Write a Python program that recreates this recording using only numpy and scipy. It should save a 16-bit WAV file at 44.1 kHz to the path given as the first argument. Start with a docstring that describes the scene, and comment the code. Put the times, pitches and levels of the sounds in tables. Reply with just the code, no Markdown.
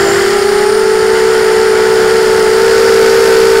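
"""Low over a farmyard: a racing quadcopter in flight, heard by a microphone on its own frame.
Four two-bladed propellers, each a shaft hum, blade tone, overtones and thin motor whine, beat together.
The blades chop a rush of coloured noise, the frame rattles in throbs, wash buffets the microphone,
and its overload rounds off every crest."""
import sys
import numpy as np
from scipy.fft import rfft, irfft, next_fast_len
from scipy.io import wavfile
from scipy.ndimage import map_coordinates

SR = 44100
rng = np.random.default_rng(int(sys.argv[2]) if len(sys.argv) > 2 else 0)


def wav_out(sig):
    """Save sig, one row per channel (or a flat mono array), as 16-bit PCM at SR to the path in sys.argv[1]."""
    wavfile.write(sys.argv[1], SR, np.round(np.clip(np.atleast_2d(sig).T, -1, 1) * 32767).astype(np.int16))


N = 158760


def amp(db):
    """Amplitude ratio of a level in dB."""
    return 10 ** (np.asarray(db) / 20)


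def unit(x):
    """x scaled to rms 1."""
    return x / np.sqrt(np.mean(x ** 2) + 1e-20)


def along(points, hz):
    """Value at hz from (Hz, value) points, linear over log frequency."""
    point_hz, values = np.transpose(points)
    return np.interp(np.log(hz + 1), np.log(point_hz + 1), values)


def curve(rows):
    """One value per sample from (s, value) rows."""
    return np.interp(np.arange(N) / SR, *np.transpose(rows))


def wobble(knots_per_s):
    """Smooth random curve through normally distributed knots."""
    knots = rng.standard_normal(int(N * knots_per_s / SR) + 4)
    return map_coordinates(knots, [np.arange(N) * knots_per_s / SR])


def filtered(x, response):
    """x with its spectrum multiplied by response(hz)."""
    size = next_fast_len(N + SR // 4)
    hz = np.fft.rfftfreq(size, 1 / SR)
    return irfft(rfft(x, size) * response(hz), size)[..., :N]


def noise(spectrum):
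    """Gaussian noise coloured by (Hz, dB) points, rms 1."""
    white = rng.standard_normal(N)
    return unit(filtered(white, lambda hz: amp(along(spectrum, hz))))


def tone(phase, rms_db, flutter_db):
    """Sine at an rms level that flutters at random."""
    level_db = rms_db + flutter_db * wobble(25.07)
    return np.sqrt(2) * amp(level_db) * np.sin(phase)


def wind():
    """Propeller wash buffets the microphone: low noise of uneven level."""
    # buffeting spectrum: freq_hz, density_db (relative, per Hz)
    wind_spectrum = [(15, -10), (35, -28), (60, -12), (90, -11), (160, -10), (300, -11), (800, -9.5),
                     (3000, -60)]
    # buffeting level: start_s, level_db
    wind_level = [(0, -21), (.25, -27), (.6, -31), (1.5, -31.5), (2.1, -22.5), (2.6, -29.5), (3.6, -26)]
    gust_db = 1.4
    return noise(wind_spectrum) * amp(curve(wind_level) + gust_db * wobble(11))


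def rasp(slow_hz, beat_phase):
    """The frame rattles near one slow-propeller rate, strongest when the two loud propellers oppose."""
    # rattle spectrum: freq_hz, density_db (relative, per Hz)
    rasp_spectrum = [(300, -30), (1200, 0), (1600, 2.5), (2050, 3.5), (2500, -15.5), (3050, -3),
                     (4000, -17), (6300, -26), (6900, -7), (7350, -7.5), (7900, -20), (10500, -24),
                     (15000, -31)]
    peak_hz, width_hz = 354, 23  # slow propeller's blade-pass rate
    mid_db, throb_db = -19.5, 5
    near = np.exp(-((slow_hz - peak_hz) / width_hz) ** 2 / 2)
    throb = amp(mid_db - throb_db * np.cos(beat_phase))
    return throb * near * noise(rasp_spectrum)


def rush(slow_phase, main_phase, effort_db):
    """Torn air and tip hiss, chopped at each blade pass and swelling when the loud pair is in step."""
    # torn-air spectrum: freq_hz, density_db (relative, per Hz)
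    rush_spectrum = [(100, -1), (250, -1), (520, 4), (700, 5.5), (1050, 2), (1400, 7), (1650, 7.5),
                     (2050, 2.5), (2550, -5), (3050, -5), (3900, -8.5), (4450, -0.5), (4950, -0.5),
                     (5500, -3), (6000, -11.5), (6600, -9.5), (7200, -9), (7800, -13), (9300, -11),
                     (9900, -16.5), (10800, -15), (13000, -23), (14700, -22), (15400, -26)]
    # torn-air level: start_s, level_db
    rush_level = [(0, -19.5), (.2, -18), (.5, -18.5), (.9, -19.5), (1.5, -17.5), (2.1, -18), (2.45, -19),
                  (2.8, -15), (3.2, -15), (3.6, -16)]
    # gain of its treble over the rest: start_s, gain_db
    treble_level = [(0, 4.5), (.5, 2.5), (1, 2), (1.8, 1), (2.4, 5), (2.8, 3.5), (3.6, 4.5)]
    # tip-hiss spectrum: freq_hz, density_db (relative, per Hz)
    hiss_spectrum = [(3000, -28), (7000, -4), (11000, 0), (12500, -1), (15000, -9), (15700, -14)]
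    treble_from_hz = 3640
    hiss_at_zero_effort_db, hiss_db_per_effort_db = -40.5, 12
    chop_depth, beat_swell_db = 0.11, 2.7

    air = noise(rush_spectrum)
    treble = filtered(air, lambda hz: hz ** 2 / (hz ** 2 + treble_from_hz ** 2))
    air = air + (amp(curve(treble_level)) - 1) * treble
    air = air * amp(curve(rush_level))
    hiss = noise(hiss_spectrum) * amp(hiss_at_zero_effort_db + hiss_db_per_effort_db * effort_db)

    blade_chop = np.exp(chop_depth * (np.cos(slow_phase) + np.cos(main_phase)))
    beat_swell = amp(beat_swell_db * np.cos(main_phase - slow_phase))
    return (air + hiss) * unit(blade_chop * beat_swell)


def spin(rate_rows):
    """Blade-pass rate and phase; the flight controller adds small fast speed corrections."""
    jitter_ratio, jitter_knots_per_s = 0.0014, 45
    hz = curve(rate_rows) * (1 + jitter_ratio * wobble(jitter_knots_per_s))
    phase = 2 * np.pi * (np.cumsum(hz) / SR + rng.uniform())
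    return hz, phase


def rotor(hz, phase, levels, effort_db):
    """Shaft imbalance at half the blade rate, blade tone and overtones, motor whine through the frame."""
    # frame's transmission of the whine: freq_hz, gain_db
    whine_colour = [(7000, 6), (7250, 2), (7500, 1), (7800, -34), (8200, -23), (8350, -5), (8700, -2.5),
                    (9050, 0.5), (9300, -7), (9480, -11), (9650, -21), (10100, -30)]
    # whine gain over time: start_s, gain_db
    whine_level = [(0, 2), (2.6, -1.5), (2.75, -1), (3.6, -3)]
    whine_order = 21  # multiple of blade-pass rate
    shaft_flutter_db, whine_flutter_db = 1.2, 1.5
    blade_flutter_db, overtone_flutter_db = 0.4, 1.8  # blades meeting uneven air
    arm_hz, arm_width_hz, arm_db = 844, 9.3, 7  # frame resonance lifting overtones

    shaft_db, blade_db, *overtones_db, whine_db, blade_db_per_hz, overtone_db_per_hz = levels
    faster_hz = hz - np.median(hz)
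    out = tone(phase / 2, shaft_db + effort_db, shaft_flutter_db)
    out += tone(phase, blade_db + effort_db + blade_db_per_hz * faster_hz, blade_flutter_db)
    for order, overtone_db in enumerate(overtones_db, 2):
        lift_db = arm_db / (1 + ((order * hz - arm_hz) / arm_width_hz) ** 2)
        level_db = overtone_db + overtone_db_per_hz * faster_hz + lift_db
        out += tone(order * phase + rng.uniform(0, 2 * np.pi), level_db, overtone_flutter_db)
    passed_db = along(whine_colour, whine_order * hz) + curve(whine_level)
    return out + tone(whine_order * phase, whine_db + passed_db, whine_flutter_db)


def scene():
    """Four rotors, their rush of air, the rattling frame and the wind, all fixed to the microphone."""
    # blade-pass rate of each propeller before jitter: start_s, rate_hz
    slow_prop = [(0.0, 352.0), (0.09, 341.1), (0.15, 355.6), (0.48, 385.3), (0.63, 379.5), (0.69, 394.2),
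                 (0.99, 380.3), (1.11, 386.3), (1.17, 372.4), (1.26, 384.9), (1.35, 376.1), (1.44, 385.1),
                 (1.53, 378.0), (1.71, 386.2), (1.77, 378.1), (1.95, 383.5), (2.01, 372.3), (2.07, 380.3),
                 (2.55, 381.5), (2.61, 390.2), (3.18, 389.8), (3.24, 395.2), (3.33, 386.8), (3.59, 395.2)]
    main_prop = [(0.0, 397.0), (0.24, 399.0), (0.33, 407.9), (0.63, 418.3), (0.78, 437.1), (0.96, 434.7),
                 (1.17, 445.6), (1.23, 441.8), (1.35, 446.3), (1.44, 438.3), (1.62, 444.5), (1.71, 437.2),
                 (1.98, 443.5), (2.07, 440.5), (2.13, 450.4), (2.28, 439.0), (2.37, 445.2), (2.46, 435.7),
                 (2.67, 454.9), (2.76, 447.5), (2.88, 453.8), (2.97, 447.8), (3.12, 450.2), (3.18, 459.2),
                 (3.24, 451.1), (3.59, 450.8)]
    fast_prop = [(0.0, 460.9), (0.18, 449.1), (0.27, 456.8), (0.3, 442.9), (0.39, 451.8), (0.6, 441.7),
                 (0.93, 470.8), (1.23, 482.3), (1.65, 475.4), (1.83, 481.2), (2.07, 482.9), (2.16, 476.9),
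                 (2.52, 476.0), (2.82, 498.6), (2.94, 488.4), (3.15, 498.5), (3.18, 491.9), (3.3, 503.9),
                 (3.42, 493.7), (3.59, 502.7)]
    fourth_prop = [(0, 451), (.27, 448), (.42, 436), (.58, 439), (.88, 427), (1, 430), (1.08, 423),
                   (1.17, 432), (1.27, 427), (1.4, 433), (1.5, 429), (1.6, 434), (1.93, 428), (2, 435),
                   (2.08, 424), (2.2, 434), (2.3, 427), (2.52, 434), (2.7, 448), (3.15, 455), (3.6, 452)]
    # base levels, one row per propeller (slow, main, fast, fourth): shaft_db, blade_db,
    # second_db, third_db, fourth_db, whine_db, blade_slope_db_per_hz, overtone_slope_db_per_hz
    tone_levels = [(-36.5, -11, -31, -40, -48, -32, 0.14, -0.12),
                   (-48.5, -8, -25, -29, -35.5, -35, 0.048, 0.071),
                   (-38.5, -21.5, -37.5, -26, -60, -29, 0.092, 0.12),
                   (-29.5, -32.5, -42.5, -46, -85, -35.5, 0, -0.17)]
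    # throttle effort, as gain of shaft and blade tones: start_s, gain_db
    effort_rows = [(0, -0.5), (.3, -2.5), (.8, -2.6), (1.2, -2.1), (2.3, -1.6), (2.7, -1.4), (3, 0.5),
                   (3.6, 0.2)]
    # extra gain of the fast propeller's shaft and blade tones: start_s, gain_db
    fast_level = [(0, -1), (.2, 4), (.5, -2.5), (.8, 0), (1.2, -1.5), (2.5, 1), (2.8, 4), (3.6, -2)]

    spins = [spin(rows) for rows in (slow_prop, main_prop, fast_prop, fourth_prop)]
    (slow_hz, slow_phase), (_, main_phase) = spins[:2]
    effort_db = curve(effort_rows)
    efforts_db = [effort_db, effort_db, effort_db + curve(fast_level), effort_db]
    rotors = sum(rotor(hz, phase, levels, gain_db)
                 for (hz, phase), levels, gain_db in zip(spins, tone_levels, efforts_db))
    air = rush(slow_phase, main_phase, effort_db)
    rattle = rasp(slow_hz, main_phase - slow_phase)
    return (rotors + air + rattle + wind())[None]


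def record(dry):
    """The microphone saturates smoothly; a steep band limit then removes the top."""
    ceiling, knee = 0.725, 6  # full scale = 1; higher knee = harder clipping
    top_hz = 15750
    clipped = dry / (1 + np.abs(dry / ceiling) ** knee) ** (1 / knee)
    return filtered(clipped - clipped.mean(), lambda hz: hz < top_hz)


dry = scene()
out = record(dry)
wav_out(out)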